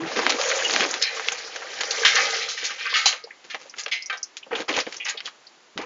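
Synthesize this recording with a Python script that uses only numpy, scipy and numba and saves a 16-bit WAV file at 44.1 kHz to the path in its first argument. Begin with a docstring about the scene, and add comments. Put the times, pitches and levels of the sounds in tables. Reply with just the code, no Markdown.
"""A stiff paper sack scrapes, snaps and crumples as it is dragged over a mesh shelf and tipped in a quiet yard.
The paper is made of dense ticks, sharp pulses, short crunches and a few gliding squeals.
Charcoal slides out as a stream of small ringing strikes, then lumps clatter and clink one by one.
A steel barrel rings under them with fixed tones and a short noisy echo; low shudder and faint air lie below."""
import sys
import numpy as np
from scipy import signal
from scipy.fft import rfft, irfft, next_fast_len
from scipy.io import wavfile
from scipy.ndimage import uniform_filter1d
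from numba import njit

SR = 44100
rng = np.random.default_rng(int(sys.argv[2]) if len(sys.argv) > 2 else 0)


def transcribe(u):
    """Save the signal u as a 16-bit wav file named by the first command-line argument.

    u: samples, shape (n,) or (channels, n), limited to [-1, 1]; the rate is SR.
    q: integer samples, one column per channel.
    """
    v = np.clip(np.atleast_2d(u).T, -1, 1)
    q = np.round(v * 32767).astype(np.int16)
    wavfile.write(sys.argv[1], SR, q)


N = 258293  # length in samples

# tone colour of rubbing paper: f/Hz, relative level/dB
PAPER = [(59, -41), (100, -25), (157, -11.5), (202, -8), (473, -1.5), (1110, -4.5), (1420, -4.5),
         (2830, -3), (3990, -5.5), (6610, -7), (7500, -15), (9750, -33), (16500, -120)]
# strokes of the sack scraping and crumpling: t/s, hold/s, level/dB,
# part above 2.5 kHz against the level/dB (before the treble setting in sack), low thud against the level/dB
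STROKES = [(0, 0.052, -34.5, -3, -35), (.059, 0.13, -33.5, 1.5, -31), (0.157, 0.049, -28.5, -3.5, -34),
           (.212, .16, -29, 1, -33), (0.382, .35, -30, 5, -31.5), (0.727, 0.058, -29, 6, -37),
           (.792, 0.049, -25, 3.5, -33), (0.853, .12, -34.5, 4, -34), (1.092, 1.18, -43.5, 1.5, -28.5),
           (4.507, 0.037, -30.5, -19, -28), (4.548, 0.07, -34, 1, -27), (4.68, 0.032, -26, -2.5, -27),
           (4.725, .036, -34.5, 4.5, -30), (4.759, 0.046, -30, 3, -24), (5.771, .069, -36, -8.5, -24)]
# charcoal sliding out of the sack: t/s, level/dB
FLOW = [(.95, -37.5), (1.18, -35), (1.39, -37.5), (1.5, -43.5), (1.72, -40), (1.85, -33.5), (2.18, -24),
        (2.42, -31), (2.52, -43), (3.05, -43.5), (3.21, -58)]
# ringing tones (modes) of the steel barrel and its grate: f/Hz, relative level/dB, t60/s
STEEL = [(458, -12, .35), (797, -9, .22), (1247, -6, .6), (1317, -4, .5), (1565, -9, .6), (1819, -8, .4),
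         (2055, 1.5, .5), (2183, -2, .55), (2285, -2, .35), (2568, -3, .55), (2800, -10, .4),
         (3176, -3, .35), (3296, -2, .35), (3558, -9, .35), (3790, -9, .35), (4062, 2, .3), (4334, -6, .25),
         (4873, -4, .3), (5192, -3, .28), (5696, -7, .2), (6317, -3, .18), (6477, -2, .18)]
TOP_HZ = 7120  # little is heard above this
CLINK_OCTAVES = 0.14  # spread of the tones of one lump


def undb(db):
    """Turn decibels into a gain."""
    return 10 ** (np.asarray(db) / 20)


def unit(x):
    """Scale to an average strength (rms) of 1."""
    return x / np.sqrt(np.mean(x ** 2) + 1e-20)


def curve(rows, outside=None):
    """Join rows of (time in s, value) by straight lines."""
    rows = np.asarray(rows, float)
    return np.interp(np.arange(N) / SR, rows[:, 0], rows[:, 1], outside, outside)


def add(track, s, x):
    """Mix a sound into the track at time s."""
    start = max(int(s * SR), 0)
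    track[start:start + len(x)] += x[:max(N - start, 0)]


def fade(t, t60):
    """Die away exponentially, by 60 dB in t60 seconds."""
    return np.exp(-np.log(1000) * t / t60)


def colour(x, points):
    """Filter a sound by a curve of (Hz, dB) points and scale it to rms 1."""
    hz, db = np.transpose(points)
    f = np.arange(len(x) // 2 + 1) * SR / len(x)
    gain = undb(np.interp(np.log(f + 1), np.log(hz), db))
    return unit(np.fft.irfft(rfft(x) * gain, len(x)))


def bell(centre_hz, octaves, size=2048):
    """Response of a damped piece to a tap: one broad hump of pitch, scaled to energy 1."""
    f = np.arange(size // 2 + 1) * SR / size + 1
    hump = -(np.log2(f / centre_hz) / octaves / 2) ** 2
    log_gain = hump - np.maximum(f - TOP_HZ, 0) / 500
    # folding the cepstrum makes the response start at once (minimum phase)
    cepstrum = irfft(np.maximum(log_gain, -6.6))
    cepstrum[1:size // 2] *= 2
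    cepstrum[size // 2 + 1:] = 0
    response = irfft(np.exp(rfft(cepstrum)))
    return response / np.linalg.norm(response)


def grains(n, rate, scatter_db):
    """Tiny contacts at random moments (rate per second), with scattered strengths; rms 1."""
    size = undb(scatter_db * np.minimum(rng.exponential(size=n), 4))
    happens = rng.random(n) < rate / SR
    return unit(happens * size * rng.choice([-1, 1], n))


def walk(rate):
    """Smooth random wander with rms near 1, drawing a new value rate times a second."""
    k = max(int(SR / rate), 1)
    steps = np.repeat(rng.standard_normal(N // k + 1), k)
    return unit(uniform_filter1d(steps, k)[:N])


def split(x, hz):
    """Separate the parts below and above hz."""
    low = signal.sosfiltfilt(signal.butter(3, hz, fs=SR, output="sos"), x)
    return low, x - low


@njit
def resonant_highpass(x, hz, damping):
    """Remove the lows with a filter whose edge moves and whose peak grows as damping falls."""
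    y, b, l = np.empty(len(x)), 0., 0.
    for i in range(len(x)):
        g = np.tan(np.pi * hz[i] / SR)
        v = (b + g * (x[i] - l)) / (1 + g * (g + damping))
        low = l + g * v
        y[i] = x[i] - damping * v - low
        b, l = 2 * v - b, 2 * low - l
    return y


def gesture(s, hold_s, attack_s=0.0051, release_t60=0.11):
    """Loudness of one hand movement: a quick rise, a hold, then a decay."""
    t = np.maximum(np.arange(N) / SR - s, 0)
    return (1 - np.exp(-t / attack_s)) * fade(np.maximum(t - hold_s, 0), release_t60)


def jostle(low_hz, rate, scatter_db, ring_t60, patchy_db, count=14):
    """Pieces of many sizes are struck at their own moments, small ones more often; each strike dies away."""
    decay = fade(np.arange(SR // 12) / SR, ring_t60)
    out = np.zeros(N)
    for piece_hz in np.geomspace(low_hz, 6800, count):
        strikes = grains(N, rate * np.sqrt(piece_hz / low_hz), scatter_db) * undb(patchy_db * walk(35))
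        energy = np.abs(signal.oaconvolve(strikes ** 2, decay ** 2)[:N])
        ringing = np.sqrt(energy) * rng.standard_normal(N)
        # higher pieces cover a wider band, so they carry more of the energy
        out += np.sqrt(piece_hz) * unit(signal.oaconvolve(ringing, bell(piece_hz, .17))[:N])
    return unit(out)


def knocks(table, rise_s, tone_share, tick_db, count=3):
    """A struck thing chatters briefly and rings in a tight cluster of tones."""
    out, t = np.zeros(N), np.arange(SR // 3) / SR
    for s, db, pitch_hz, octaves, t60 in table:
        spread = np.linspace(-.8, .8, count) + 0.16 * rng.standard_normal(count)
        mode_hz = pitch_hz * 2 ** (octaves * spread)
        modes = unit(np.sin(2 * np.pi * (np.outer(t, mode_hz) + rng.random(count))).sum(axis=1))
        chatter = unit(signal.fftconvolve(grains(len(t), 3000, 2.75), bell(pitch_hz, octaves))[:len(t)])
        tick = undb(tick_db) * grains(len(t), 3000, 2) * fade(t, 0.013)
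        ring = (tone_share * modes + 0.84 * chatter) * fade(t, t60)
        add(out, s, undb(db) * (1 - np.exp(-t / rise_s)) * (ring + tick))
    return out


def rattles(rows, rattle_rate, scatter_db, ring_t60, ring_share, treble_life):
    """Each row is a run of small contacts that ring the pieces and die away, the treble first."""
    out = np.zeros(N)
    for s, db, centre_hz, octaves, t60, rise_s in rows:
        t = np.arange(next_fast_len(max(int(t60 * SR), 4096))) / SR
        ring = rng.standard_normal(len(t)) * fade(t, ring_t60)
        ring *= ring_share / np.linalg.norm(ring)
        ring[0] += .7  # the direct tap ahead of its ring
        contacts = rfft(grains(len(t), rattle_rate, scatter_db))
        rattle = irfft(contacts * rfft(ring) * rfft(bell(centre_hz, octaves), len(t)), len(t))
        # after a soft start, the motion comes to rest around t60
        moving = (1 - np.exp(-t / rise_s)) * np.exp(-(t / t60) ** 4)
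        strength = np.sqrt(np.average(rattle ** 2, weights=(moving * fade(t, t60)) ** 2))
        low, high = split(rattle / strength, 2900)
        add(out, s, undb(db) * moving * (low * fade(t, t60) + high * fade(t, t60 * treble_life)))
    return out


def yard(level_db=-54.5, waver_db=0.84):
    """Faint outdoor air: coloured noise that wavers slightly."""
    # tone colour of the air: f/Hz, relative level/dB
    air_colour = [(18, -67), (30, -43), (81, -27), (360, -6.5), (1100, -7.5), (3000, -10.5), (7400, -15),
                  (9750, -40.5), (16500, -120)]
    return undb(level_db + waver_db * walk(6)) * colour(rng.standard_normal(N), air_colour)


def cart(coal, shudder_db=-47):
    """The legs under the barrel shudder: noise below 85 Hz follows the strength of the charcoal."""
    load = np.sqrt(np.abs(uniform_filter1d(coal ** 2, SR // 50)))
    return undb(shudder_db) * load * unit(split(rng.standard_normal(N), 85)[0])


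def barrel(x, steel_db=-52, hollow_db=-12, hollow_t60=0.093):
    """The steel rings in its own tones, and the open barrel throws back a short dense echo."""
    # how freely the steel rings, on top of steel_db: t/s, level/dB
    ringing_curve = [(0, -3.5), (.9, -10), (1.05, -3), (1.7, -24), (2.05, -2), (3.1, -4), (3.22, -14)]
    t = np.arange(SR) / SR
    modes = sum(undb(db) * np.cos(2 * np.pi * hz * t) * fade(t, t60) for hz, db, t60 in STEEL)
    echo_colour = [(200, -21), (450, 4.5), (2200, -1.0), (7000, -2.5), (9000, -29.5)]  # f/Hz, level/dB
    echo = colour(rng.standard_normal(SR), echo_colour) * fade(t, hollow_t60)
    steel = undb(steel_db + curve(ringing_curve)) * signal.fftconvolve(x, modes)[:N]
    return steel + undb(hollow_db) * signal.fftconvolve(x, echo / np.linalg.norm(echo))[:N]


def clangs(knock_db=-3, knock_t60=0.0066, knock_octaves=0.74, clang_octaves=0.06):
    """A lump meets bare steel: a dry noisy knock, then the few steel tones near one pitch ring on."""
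    # strikes on steel: t/s, level of the ring at its start/dB, centre f/Hz, share of the free ring time
    steel_hits = [(1.022, -21.5, 5020, 0.42), (1.032, -30.5, 2100, 0.51), (1.068, -34.5, 4300, 0.51),
                  (2.05, -24, 2060, 0.97), (2.051, -23, 3200, 0.44), (2.854, -32.5, 2190, 0.65),
                  (2.939, -30, 2200, .8), (2.957, -31.5, 1260, 0.99), (3.058, -21, 4030, 0.64),
                  (3.918, -32.5, 2150, 0.8), (4.099, -31.5, 1480, 0.37), (4.126, -37.5, 3650, .4),
                  (5.054, -33.5, 2260, 0.6)]
    out, t = np.zeros(N), np.arange(SR) / SR
    hz, mode_db, t60 = np.transpose(STEEL)
    for s, db, centre_hz, life in steel_hits:
        nearness = np.exp(-np.square(np.log2(hz / centre_hz) / clang_octaves / 2))
        weight = undb(mode_db) * nearness
        modes = np.sin(2 * np.pi * (np.outer(t, hz) + rng.random(len(hz)))) * fade(t[:, None], life * t60)
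        ring = np.sqrt(2) * modes @ weight / np.linalg.norm(weight)
        burst = rng.standard_normal(SR) * fade(t, knock_t60)
        knock = signal.fftconvolve(burst, bell(centre_hz, knock_octaves))[:SR]
        add(out, s, undb(db) * (ring + undb(knock_db) * knock))
    return out


def stray_clinks(coal, clink_db=2, low_hz=750, high_hz=6000, t60=0.022, count=60):
    """Lumps of every size knock together at chance moments, as hard as the charcoal is moving."""
    flow_s, _ = np.transpose(FLOW)
    rows = []
    for when, size in rng.random((count, 2)):
        s = flow_s.min() + when * np.ptp(flow_s)
        motion_db = 20 * np.log10(np.std(coal[int(s * SR):][:SR // 50]))
        rows.append((s, motion_db + clink_db, low_hz * (high_hz / low_hz) ** size, CLINK_OCTAVES, t60))
    return knocks(rows, rise_s=0.00047, tone_share=0.67, tick_db=-11.5)


def clinks(clink_t60=0.055):
    """Single hard lumps knock together and ring briefly, each at its own pitch."""
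    # knocks of lump on lump: t/s, level/dB, pitch f/Hz
    lump_knocks = [(1.32, -22.5, 6420), (2.186, -19, 1820), (3.238, -32.5, 4690), (3.306, -31, 2040),
                   (3.535, -29, 2660), (3.696, -34, 5530), (3.81, -34, 6660), (3.834, -31, 5710),
                   (4.022, -29.5, 5220), (4.059, -27.5, 5760), (4.172, -33, 5360), (4.229, -21, 5640),
                   (4.428, -34, 2860), (4.86, -32, 3250), (4.965, -27, 5600), (5.047, -26.5, 5970),
                   (5.094, -25, 6770), (5.467, -38, 4510)]
    rows = [(s, db, hz, CLINK_OCTAVES, clink_t60) for s, db, hz in lump_knocks]
    return knocks(rows, rise_s=0.0014, tone_share=0.56, tick_db=-19.5)


def landings():
    """Each lump lands brightly and also shifts the bed of charcoal, which sounds lower and slower."""
    # lumps tumbling into the barrel: t/s, level/dB, centre f/Hz, spread/octaves, t60/s, rise/s
    lump_falls = [(1.021, -19.5, 4400, 0.19, 0.23, 0.0018), (1.03, -27, 2200, 0.27, 0.49, .003),
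                  (1.16, -25, 1210, 0.76, 0.12, 0.0069), (1.906, -22, 4640, 0.41, 0.21, 0.001),
                  (2.0488, -10.5, 2900, 0.53, 0.28, 0.00049), (2.153, -13.5, 4200, 0.67, 0.071, .001),
                  (2.164, -18.5, 1350, 0.8, 0.4, 0.0024), (2.42, -23.5, 2850, 0.5, 0.2, 0.0025),
                  (2.486, -25.5, 4320, 0.55, 0.4, 0.003), (2.565, -29.5, 2500, 0.62, 0.82, 0.011),
                  (2.638, -19, 4430, 0.65, 0.23, 0.0083), (2.702, -27, 1720, 0.91, 0.15, 0.0019),
                  (2.782, -24.5, 2490, 0.49, 0.39, 0.021), (2.853, -28, 1920, 0.35, 0.69, 0.0014),
                  (2.892, -24.5, 3730, 0.26, 0.29, 0.012), (2.938, -17, 2770, 0.44, 0.26, 0.0021),
                  (2.949, -19, 2660, 0.7, 0.52, 0.013), (3.0566, -13, 4000, 0.68, 0.26, 0.00099),
                  (3.125, -23.5, 1510, 0.71, 0.12, 0.0065), (3.498, -24.5, 2730, 0.51, 0.14, 0.01),
                  (3.781, -23, 3980, 0.8, 0.17, 0.0075), (3.913, -19.5, 2950, 0.42, 0.26, 0.0056),
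                  (4.098, -22, 1610, 0.6, 0.11, 0.0006), (4.125, -28.5, 1550, 0.65, 0.19, .002),
                  (5.0, -28.5, 2590, 0.18, 0.24, 0.00092), (5.052, -20, 1960, 0.65, 0.18, 0.01),
                  (5.084, -21.5, 3200, 0.73, 0.16, 0.0023), (5.172, -24, 3250, 0.26, 0.1, 0.004),
                  (5.253, -23, 3480, 0.41, 0.11, 0.0047)]
    bed_hz, bed_octaves, bed_t60, bed_rise_s = 1230, 0.51, 0.21, 0.014
    # the shift is -4.5 dB under a landing of 0 dB, and drops by 1.57 dB for each dB the landing drops
    shifts = [(s, -4.5 + 1.57 * db, bed_hz, bed_octaves, bed_t60, bed_rise_s) for s, db, *_ in lump_falls]
    return list(lump_falls) + shifts


def drops():
    """Lumps tumble into the barrel: each one is a ringing rattle of contacts."""
    return rattles(landings(), rattle_rate=1500, scatter_db=1.4, ring_t60=0.053, ring_share=0.54,
                   treble_life=0.79)


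def slide(dust_db=-5, surge_db=1.0, ring_t60=0.044):
    """Lumps jostle in small surges over a crackle of sliding crumbs."""
    # tone colour of sliding charcoal: f/Hz, relative level/dB
    coal_colour = [(59, -54.5), (100, -17.5), (290, -16), (464, -4), (527, -7), (784, -4.5), (1050, -11.5),
                   (1210, -7), (2120, -2), (2450, -6), (5930, -5.5), (6730, -13), (7500, -8), (9750, -61),
                   (16500, -120)]
    lumps = jostle(low_hz=450, rate=90, scatter_db=3.1, ring_t60=ring_t60, patchy_db=2.5)
    crumbs = undb(dust_db) * grains(N, 3000, 3.1)
    stream = colour(lumps + crumbs, coal_colour)
    return undb(curve(FLOW, outside=-120) + surge_db * walk(45)) * stream


def settling(flutter_db=4):
    """Paper and crumbs rustle faintly with every gentle shake."""
    # gentle shakes of the nearly empty sack: t/s, hold/s, level/dB
    shake_table = [(3.435, 0.061, -50.5), (3.555, 0.12, -49), (3.756, 0.11, -48), (4.817, 0.164, -46),
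                   (4.996, 0.29, -52.5)]
    shaking = sum(undb(db) * gesture(s, hold_s) for s, hold_s, db in shake_table)
    return shaking * undb(flutter_db * walk(30)) * colour(grains(N, 900, 1.7), PAPER)


def bumps(bump_cycles=44):
    """The sack knocks on the shelf with a soft, hollow ring; low bumps last longer."""
    # bumps on the shelf: t/s, level/dB, pitch f/Hz, spread/octaves
    shelf_bumps = [(0.018, -36.5, 174, 0.27), (.511, -13.5, 516, 0.09), (0.798, -29.5, 334, 0.5),
                   (.824, -24, 506, 0.29), (2.628, -33.5, 475, 0.34), (3.236, -36, 468, 0.17),
                   (3.27, -32.5, 773, 0.18), (3.547, -25, 810, 0.45), (3.655, -40, 630, 0.23),
                   (3.863, -30, 624, 0.39), (4.464, -37, 500, 0.6), (4.523, -24, 403, 0.28),
                   (4.597, -24.5, 448, 0.52), (4.687, -29.5, 370, 0.43), (4.775, -19, 690, 0.37),
                   (4.865, -26, 474, 0.57), (5.144, -35.5, 533, 0.47), (5.756, -35, 268, 0.57),
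                   (5.785, -31, 330, 0.51)]
    rows = [(s, db, hz, octaves, bump_cycles / hz) for s, db, hz, octaves in shelf_bumps]
    return knocks(rows, rise_s=0.0018, tone_share=0.4, tick_db=-10.0)


def squeals(attack_s=0.0018, release_t60=0.062, wobble_hz=60, tone_flutter_db=4):
    """The sack sticks and slips at one resonance: a gliding tone that wobbles more the rougher the grip."""
    # groans and squeaks: t/s, hold/s, level/dB, start f/Hz, end f/Hz, roughness from 0 to 1
    squeal_table = [(0, 0.044, -30.5, 328, 320, 0.27), (.39, 0.12, -31.5, 512.4, 570, 0.67),
                    (.53, 0.078, -36.5, 517, 575, 0.8), (0.647, 0.013, -21.5, 2880, 2830, 0.7)]
    out, t = np.zeros(N), np.arange(SR // 4) / SR
    for s, hold_s, db, start_hz, end_hz, rough in squeal_table:
        glide = np.interp(t, [0, hold_s], [start_hz, end_hz])
        hz = glide + rough * wobble_hz * walk(250)[:len(t)]
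        flutter = undb(rough * tone_flutter_db * walk(140)[:len(t)])
        grip = (1 - np.exp(-t / attack_s)) * fade(np.maximum(t - hold_s, 0), release_t60)
        tone = unit(np.sin(2 * np.pi * np.cumsum(hz) / SR) * flutter)
        add(out, s, undb(db) * grip * tone)
    return out


def crunches(rise_s=0.00073):
    """A fold of the sack gives way in a quick run of dry ticks."""
    # collapsing folds: t/s, level/dB, centre f/Hz, spread/octaves, t60/s
    fold_table = [(0.23, -22, 1000, 0.57, 0.035), (.294, -15.5, 2300, 1.1, 0.11),
                  (.512, -17.5, 2200, 0.5, 0.084), (.648, -24, 2900, .5, 0.065),
                  (.709, -16, 3500, 0.83, 0.036), (0.91, -20.5, 6360, .25, 0.063),
                  (1.285, -7.5, 2520, 0.24, 0.014), (1.319, -22.5, 1700, 1.1, 0.071),
                  (1.559, -26.5, 2400, 1.1, 0.046), (1.807, -17.5, 2070, 1.03, 0.088),
                  (3.544, -26.5, 1480, 0.83, 0.068), (3.739, -29.5, 1680, 0.33, 0.025),
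                  (3.861, -20, 2420, 0.43, 0.045), (4.514, -29, 1290, 0.61, 0.061),
                  (4.53, -25.5, 1110, 0.66, 0.096), (4.552, -23, 2940, 0.24, 0.092),
                  (4.604, -25.5, 1410, 0.82, 0.051), (4.691, -17.5, 1900, 0.9, 0.062),
                  (4.739, -24.5, 2880, 0.32, 0.21), (4.765, -19.5, 2700, 0.53, 0.043),
                  (4.775, -16.5, 890, 0.77, 0.037), (4.787, -17.5, 2300, 0.46, 0.032),
                  (4.801, -22, 3530, 0.6, 0.11), (4.866, -31.5, 2000, 0.51, 0.1),
                  (4.942, -30, 2800, 0.91, 0.046), (5.203, -26.5, 2600, 0.41, 0.057),
                  (5.275, -30, 1510, 0.56, 0.055)]
    rows = [(*row, rise_s) for row in fold_table]
    return rattles(rows, rattle_rate=2400, scatter_db=1.5, ring_t60=0.0035, ring_share=0.4, treble_life=0.7)


def stray_snaps(count=50, stray_db=-4, stray_hz=1870):
    """Small snaps at chance moments follow the strength of the strokes: rows of t/s, level/dB, f/Hz."""
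    effort = sum(undb(db) * gesture(s, hold_s) for s, hold_s, db, *_ in STROKES)
    rows = []
    for when, size in rng.random((count, 2)):
        stroke_db = 20 * np.log10(effort[int(when * N)] + 1e-9)
        # up to an octave either side of stray_hz
        rows.append((when * N / SR, stroke_db + stray_db, stray_hz * 2 ** (2 * size - 1)))
    return rows


def snaps(snap_db=-1, crackle_db=-1, crackle_t60=0.079, panel_share=0.35, panel_t60=0.0097, snap_octaves=0.68):
    """A crease flips with one sharp pulse, the stiff panel beside it rings, and smaller creases crackle."""
    # creases snapping through: t/s, relative level/dB, centre f/Hz
    crease_table = [(.192, -15.5, 1224), (.2659, -7.5, 1580), (.3046, -12, 2910), (.3228, -17.5, 2260),
                    (.414, -16.5, 3140), (.5021, -18.5, 2350), (.5888, -28, 1630), (.6974, -16, 1510),
                    (.7378, -16, 3230), (.7627, -10, 1890), (.807, -13, 1700), (.8277, -17.5, 1410),
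                    (.851, -18.5, 1190), (.9408, -17.5, 2600), (1.0164, -23, 3170), (1.0258, -11.5, 4600),
                    (1.1968, -21.5, 1150), (1.286, -14, 2360), (1.5609, -27, 1800), (1.6228, -30.5, 1140),
                    (1.8348, -18.5, 2270), (3.5465, -25.5, 1540), (3.881, -32, 1850), (4.369, -28, 3630),
                    (4.7657, -22, 2200), (4.7892, -17, 2000), (4.556, -32.5, 2400), (4.9248, -31, 2680),
                    (5.7771, -21, 1980)]
    out, t = np.zeros(N), np.arange(SR // 10) / SR
    for s, db, centre_hz in list(crease_table) + stray_snaps():
        # louder snaps are cleaner: 0.75 dB less crackle, against the pulse, for each dB
        after_db = min(0.75 * (-29.5 - db), 4)
        panel = panel_share * rng.standard_normal(len(t)) * fade(t, panel_t60)
        crackle = undb(after_db + crackle_db) * grains(len(t), 4600, 0.49) * fade(t, crackle_t60)
        push = panel + crackle
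        push[0] += 8 * undb(snap_db)  # the sharp pulse
        add(out, s, undb(db) * signal.fftconvolve(push, bell(centre_hz, snap_octaves)))
    return out


def sack(rate=3000, scatter_db=-2.5, flutter_db=0.1, facet_db=3, damping=1.0, treble_db=-5.5):
    """Paper catches on the mesh in dense ticks and its facets buckle, coloured by the hollow of the sack."""
    # moving lowest resonance of the sack: t/s, f/Hz
    hollow_curve = [(.08, 299), (.18, 213), (.36, 242), (.42, 480), (.5, 522), (.61, 483), (.75, 214),
                    (.95, 222), (1.1, 385), (4.6, 265), (5.8, 240)]
    facets = jostle(low_hz=200, rate=200, scatter_db=3.0, ring_t60=.016, patchy_db=2.6)
    rubbing = colour(grains(N, rate, scatter_db) + undb(facet_db) * facets, PAPER)
    low, high = split(rubbing * undb(flutter_db * walk(60)), 2500)
    edge_hz = curve(hollow_curve)
    body = unit(resonant_highpass(resonant_highpass(low, edge_hz, damping), edge_hz, damping))
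    treble = unit(high)
    thud = unit(split(grains(N, 430, 3.3), 430)[0])
    out = np.zeros(N)
    for s, hold_s, db, crisp_db, thud_db in STROKES:
        crisp = undb(crisp_db + treble_db) * treble
        out += undb(db) * gesture(s, hold_s) * (body + undb(thud_db) * thud + crisp)
    return out


def scene():
    """Mix all layers; charcoal rings the barrel fully, the sack only a little."""
    paper = sack() + snaps() + crunches() + squeals() + settling() + bumps()
    coal = slide() + drops() + clinks()
    # two rounds of chance knocks; the second also follows the first
    coal = coal + stray_clinks(coal)
    coal = coal + stray_clinks(coal)
    # two layers of clangs at the same moments, with different random phases
    steel_strikes = clangs() + clangs()
    return (paper + coal + steel_strikes + barrel(coal + 0.4 * paper) + cart(coal) + yard())[None]


def record(dry):
    """Flatten the sharpest peaks, then cut nearly everything above about 7 kHz."""
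    lowpass = signal.ellip(8, .3, 76, TOP_HZ, fs=SR, output="sos")
    return signal.sosfilt(lowpass, np.clip(dry, -.75, .75))


dry = scene()
out = record(dry)
transcribe(out)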